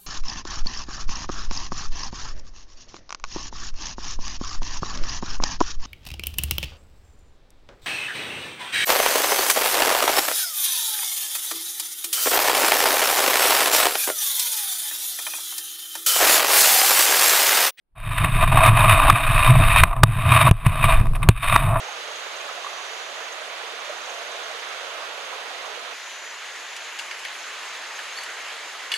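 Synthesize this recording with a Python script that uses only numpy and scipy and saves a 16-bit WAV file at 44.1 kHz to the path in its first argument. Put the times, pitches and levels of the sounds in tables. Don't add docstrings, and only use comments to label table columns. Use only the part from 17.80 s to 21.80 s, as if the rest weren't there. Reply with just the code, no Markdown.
import sys
import numpy as np
from scipy import signal
from scipy.fft import rfft, irfft
from scipy.io import wavfile
from scipy.ndimage import uniform_filter1d

SR = 44100
rng = np.random.default_rng(int(sys.argv[2]) if len(sys.argv) > 2 else 0)


def master_out(mix):
    frames = np.transpose(np.atleast_2d(mix))
    ceiling = np.clip(frames, -1, 1)
    pcm = np.round(ceiling * 32767).astype(np.int16)
    wavfile.write(sys.argv[1], SR, pcm)


N = 176400
T = np.arange(N) / SR


def amp(db):
    return 10 ** (np.asarray(db) / 20)


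def unit(x):
    return x / np.sqrt(np.mean(x ** 2) + 1e-20)


def curve(rows, column=1):
    rows = np.asarray(rows)
    return np.interp(T, rows[:, 0], rows[:, column])


def add(mix, start_s, sound):
    part = mix[round(start_s * SR):][:len(sound)]
    part += sound[:len(part)]


def response(spectrum, modes=(), size=8192):
    hz = abs(np.fft.fftfreq(size, 1 / SR))
    point_hz, point_db = np.transpose(spectrum)
    db = np.interp(np.log(hz + 1), np.log(point_hz + 1), point_db)
    for centre, width, lift in modes:
        db = db + lift / (1 + ((hz - centre) / width) ** 2) ** 2
    minimum_phase = np.exp(signal.hilbert(np.log(amp(db))).conj())
    impulse = np.fft.ifft(minimum_phase).real[:size // 2] * np.hanning(size)[size // 2:]
    return impulse / np.linalg.norm(impulse)


def through(x, impulse):
    return signal.fftconvolve(x, impulse)[:len(x)]


def coloured_noise(spectrum):
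    return through(rng.standard_normal(N), response(spectrum))


def wander(rate_hz):
    hz = np.fft.rfftfreq(N, 1 / SR)
    band = (hz > rate_hz / 10) / np.sqrt(1 + (hz / rate_hz) ** 4)
    return unit(irfft(rfft(rng.standard_normal(N)) * band, N))


def steady(x, window):
    power = uniform_filter1d(uniform_filter1d(x ** 2, window), window)
    return x / np.sqrt(abs(power) + 1e-12)


def burst(t, rise_s, hold_until_s, fall_s):
    return np.minimum(t / rise_s, 1) * np.exp(-np.maximum(t - hold_until_s, 0) / fall_s)


def plastic_housing(damping=0):
    # (frequency [Hz], level [dB])
    tone = [(60, -15), (250, -18.5), (480, -21.5), (800, -5.5), (1700, -5.5), (2900, -10.5), (3450, -18),
            (4300, -26), (6100, -42.5), (7700, -31), (9000, -20.5), (11000, -22), (11600, -41),
            (12400, -29), (12900, -18.5), (14700, -39.5), (15600, -47)]
    # (frequency [Hz], width [Hz], lift [dB])
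    modes = [(280, 22.6, 16.8), (653, 101, 17.7), (1003, 79, 9.1), (1162.7, 158, 13.1), (2494, 227, 10.07),
             (3700, 136, 16.5), (5270, 110, 3), (6760, 82, 1.8), (8300, 117, 15.9), (9524, 224, 11.6),
             (10870, 190, 9.5), (12000, 140, 3.2), (13570, 250, 9.2), (15100, 200, 2.4)]
    return response(tone, [(hz, width, lift * (1 - damping)) for hz, width, lift in modes])


def flutter():
    # (frequency [Hz], level [dB])
    tone = [(30, -57), (150, -3.5), (420, 18), (700, 0), (1100, -47), (3000, -60)]
    return amp(-61.5) * coloured_noise(tone)


def air():
    # (frequency [Hz], level [dB])
    tone = [(25, -2.5), (100, -10), (450, -16), (1000, -23), (4000, -37), (6500, -49), (10500, -34),
            (14000, -49)]
    # (time [s], level [dB])
    swell = [(0, -90), (.2, -70), (3.12, -52), (3.2, -36), (3.46, -38.5), (3.52, -65), (4, -64)]
    return coloured_noise(tone) * amp(curve(swell))


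def wind():
    # (frequency [Hz], level [dB])
    tone = [(8, -11), (20, 7.5), (40, -1), (60, -17), (100, -13.5), (300, -50.5), (2000, -125)]
    # (time [s], relative level [dB])
    gusts = [(0.0, -107), (0.21, -30.5), (0.62, -14.5), (1.16, -18.5), (1.28, -10.5), (1.35, -28),
             (1.5, -16), (2.04, -12.5), (2.06, -19.5), (2.67, -30.5), (3.02, -20), (3.15, -9), (3.5, -21),
             (3.64, -32), (3.68, -18), (4.0, -24)]
    return steady(coloured_noise(tone), window=4000) * amp(curve(gusts) - 2.23)


def mount_shake():
    # (frequency [Hz], level [dB])
    tone = [(40, -30.5), (70, -12.5), (98, 1), (125, 4), (160, -10.5), (220, -25.5), (290, -27.5),
            (450, -37), (900, -68.5), (3000, -130)]
    # (time [s], relative level [dB])
    bumps = [
        [(0.15, -39), (0.234, -49), (0.262, -28), (0.86, -16.5), (0.884, -10.5), (0.964, -15), (1.148, -12.5),
         (1.212, -33.5), (1.25, -20)],
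        [(1.27, -23), (1.294, -17.5), (1.39, -33.5), (1.472, -29), (1.49, -18.5), (1.656, -29), (1.7, -10.5),
         (1.96, -22), (2.02, -10.5)],
        [(2.07, -15.5), (2.114, -42), (2.244, -8), (2.268, -30), (2.314, -23.5), (2.392, -22.5), (2.456, -18.5),
         (2.612, -19.5), (2.68, -16.5)],
        [(2.74, -19.5), (2.79, -55), (2.87, -13), (2.942, -29.5), (3.064, -16.5), (3.188, -21.5), (3.21, -20.5),
         (3.372, -39), (3.47, -21)],
        [(3.54, -41), (3.572, -26), (3.636, -42), (3.652, -35), (3.754, -17.5), (3.78, -34.5), (3.904, -23),
         (3.92, -14.5), (4.0, -16.5)],
    ]
    drum = steady(coloured_noise(tone), window=1500)
    jolts_db = 4.24 * wander(rate_hz=8.6)
    return drum * amp(curve(np.concatenate(bumps)) + jolts_db - 1.78)


def snow_crumbs(housing):
    # (time [s], peak [dB])
    taps = [(2.131, -38), (2.164, -37), (2.744, -42), (3.184, -26), (3.201, -14), (3.257, -19.5),
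            (3.269, -18), (3.335, -23), (3.357, -21), (3.363, -25), (3.365, -26), (3.421, -23)]
    decay_s, brightness = 0.00048, 0.16
    lowpass = signal.butter(2, 5500, fs=SR)
    t = T[:SR // 20]
    track = np.zeros(N)
    for start_s, peak_db in taps:
        tick = rng.standard_normal(len(t)) * np.exp(-t / decay_s)
        tap = through(tick, housing) + brightness * signal.lfilter(*lowpass, tick)
        add(track, start_s, amp(peak_db) * tap / abs(tap).max())
    return track


def knock(housing, crack_db, crack_s, ring_db, thump_db):
    ring_hz, ring_width_hz = 1173.5, 380
    thump_hz, lag_s, push_s, tail_t60_s = 110, 0.00067, 0.0082, 0.11
    t = T[:SR // 5]
    contact = burst(t, rise_s=0.0015, hold_until_s=crack_s, fall_s=0.00079)
    crunch = contact * rng.standard_normal(len(t))
    crack = through(crunch, housing) + 0.04 * crunch
    swell = burst(t, rise_s=crack_s / 2, hold_until_s=0.47 * crack_s, fall_s=1 / (np.pi * ring_width_hz))
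    ring = swell * np.sin(2 * np.pi * ring_hz * t)
    late = np.maximum(t - lag_s, 0)
    swing = np.exp(-(late / push_s) ** 4) + 0.38 * amp(-60 * late / tail_t60_s)
    thump = swing * np.sin(2 * np.pi * thump_hz * late)
    return amp(crack_db) * crack + amp(ring_db) * ring + amp(thump_db) * thump


def board_knocks():
    # (time [s], crack [dB], crack length [s], housing ring [dB], mount thump [dB])
    blows = [(0.444, -13.5, 0.0056, -35, -11.5), (0.633, -34, 0.0042, -34, -13.5),
             (1.298, -8, 0.0075, 8, -37), (2.0345, -1, 0.0041, 5, -8.5), (2.2327, 2.5, 0.0045, -12, 2),
             (2.688, -20.5, 0.0057, -32, -10), (2.711, -8.5, 0.0025, -22, 0),
             (2.8637, -15.5, 0.0029, -11.5, -6), (3.21, -30, 0.0064, -45, -12),
             (3.4881, 7.5, 0.0021, 3, 6.5), (3.7603, -7, 0.0041, 2.5, -23)]
    housing = plastic_housing(damping=0.46)
    mid, side = np.zeros((2, N))
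    for start_s, *blow in blows:
        add(mid, start_s, knock(housing, *blow))
        add(side, start_s, amp(-35) * rng.choice([-1, 1]) * knock(housing, *blow))
    return mid, side


def board_pressure():
    # (time [s], relative rasp [dB], relative hollow body [dB])
    run_in = [(0.14, -50, -40), (0.226, -42, -47.5), (0.236, -38.5, -40.5), (0.388, -26.5, -31.5),
              (0.43, -30, -25), (0.444, -21.5, -28), (0.472, -30, -23.5), (0.514, -30.5, -39),
              (0.642, -21.5, -15), (0.658, -31, -33), (0.786, -22.5, -12.5), (0.886, -15, -14),
              (0.92, -30, -24), (1.004, -17.5, -13), (1.072, -23, -18), (1.1, -14, -18),
              (1.184, -22.5, -18), (1.29, -20, -11.5)]
    approach = [(1.315, -25.5, -26), (1.367, -23, -20.5), (1.419, -26, -24.5), (1.709, -17.5, -19.5),
                (1.725, -23.5, -20), (1.757, -25.5, -25), (1.773, -25.5, -37), (1.807, -22.5, -17),
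                (1.931, -20.5, -26), (1.967, -21.5, -16), (1.983, -12.5, -32), (2.028, -23.5, -27)]
    ramp_foot = [(2.048, -33.5, -27), (2.104, -40.5, -30), (2.134, -51, -25), (2.152, -58, -38),
                 (2.166, -42, -25.5), (2.222, -53, -39)]
    ramp = [(2.25, -47, -38), (2.268, -39.5, -37.5), (2.458, -28, -26), (2.554, -14.5, -15.5),
            (2.594, -22, -17), (2.616, -13, -12), (2.634, -24, -26.5), (2.684, -18.5, -9),
            (2.705, -44, -43)]
    lip = [(2.725, -49, -34), (2.747, -46.5, -50), (2.843, -41.5, -37.5), (2.867, -20, -27),
           (2.877, -33.5, -33.5), (2.991, -31, -29), (3.049, -19.5, -23), (3.073, -28.5, -24),
           (3.117, -20, -19.5), (3.329, -61.5, -48.5), (3.357, -31.5, -36), (3.397, -79, -39),
           (3.429, -44, -29.5), (3.478, -54, -32)]
    box = [(3.505, -32, -32), (3.533, -47.5, -58), (3.563, -39, -40), (3.603, -38, -56),
           (3.637, -25.5, -31.5), (3.755, -20.5, -21), (3.765, -27, -9), (3.775, -25.5, -27),
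           (3.955, -41, -20), (4.0, -39, -26)]
    # (time [s], hollow body [dB], rasp [dB])
    scuffs = [(.309, -43, -43), (0.379, -29, -17), (0.674, -22, -23.5), (0.717, -18, -33),
              (0.771, -14, -18), (1.753, -15.5, -23), (1.959, -18, -12), (2.108, -26, -52),
              (2.128, -22, -36), (2.161, -43, -51), (2.611, -24, -16.5), (2.669, -22, -22),
              (3.039, -18, -14), (3.089, -21, -25), (3.121, -22, -23), (3.428, -47, -19), (3.641, -27, -23),
              (3.723, -20, -21), (3.956, -16.5, -38)]
    ride = np.concatenate([run_in, approach, ramp_foot, ramp, lip, box])
    chatter_db = 2.0 * wander(rate_hz=82.7)
    body_gain = amp(curve(ride, column=2) + chatter_db - 4.5)
    rasp_gain = amp(curve(ride, column=1) + chatter_db - 1)
    bite = burst(T[:SR // 20], rise_s=0.0036, hold_until_s=0.0016, fall_s=0.0054)
    for start_s, body_db, rasp_db in scuffs:
        add(body_gain, start_s, amp(body_db) * bite)
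        add(rasp_gain, start_s, amp(rasp_db) * bite)
    return body_gain, rasp_gain


def snow_scrape(housing):
    # (time [s], gain [dB])
    shelf = [(0, -2.5), (.8, 0.5), (1.25, 0), (1.4, -0.5), (2.0, -0.5), (2.15, 5.5), (2.45, -1.5), (2.7, 0),
             (3.1, -1), (3.5, -1), (3.7, -2), (4, 7.5)]
    grains_per_s, spread_db, grain_share = 1800, 2.5, 0.31
    split_hz, sizzle_hz = 1370, 6150
    body_gain, rasp_gain = board_pressure()
    sizes = amp(spread_db * np.minimum(rng.exponential(1, N), 5))
    grains = sizes * rng.choice([-1, 1], N) * (rng.random(N) < grains_per_s / SR)
    hiss = rng.standard_normal(N)
    crush = through(np.sqrt(grain_share) * unit(grains) + np.sqrt(1 - grain_share) * hiss, housing)
    body = signal.sosfiltfilt(signal.butter(2, split_hz, fs=SR, output="sos"), crush)
    rasp = unit(crush - body)
    sizzle = signal.sosfiltfilt(signal.butter(3, sizzle_hz, "high", fs=SR, output="sos"), rasp)
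    rasp = rasp + sizzle * (amp(curve(shelf)) - 1)
    return unit(body) * body_gain + rasp * rasp_gain


def scene():
    start_s, fade_in_s = 0.15, 0.023
    housing = plastic_housing()
    sliding = np.clip((T - start_s) / fade_in_s, 0, 1)
    mid = (snow_scrape(housing) + mount_shake()) * sliding + wind()
    side = flutter() * sliding
    knocks_mid, knocks_side = board_knocks()
    mid += knocks_mid + snow_crumbs(housing)
    side += knocks_side
    return np.array([mid + side + air(), mid - side + air()])


def record(dry):
    threshold_db, slope, attack_s, release_db_per_s = -10, 0.63, 0.014, 200
    dc_block_hz, high_cut_hz = 4.4, 15900
    pole = np.exp(-1 / (attack_s * SR))
    power = signal.lfilter([1 - pole], [1, -pole], np.clip(dry[0], -1, 1) ** 2)
    release_db = T * release_db_per_s
    held_db = np.maximum.accumulate(10 * np.log10(power + 1e-12) + release_db) - release_db
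    limited = dry * amp(-slope * np.maximum(held_db - threshold_db, 0))
    clipped = np.clip(limited, -1, 1)
    tilted = signal.lfilter(*signal.butter(1, dc_block_hz, "high", fs=SR), clipped)
    high_cut = signal.firwin(255, high_cut_hz, window=("kaiser", 8), fs=SR)
    return signal.oaconvolve(tilted, high_cut[None], "same")


dry = scene()
out = record(dry)
master_out(out)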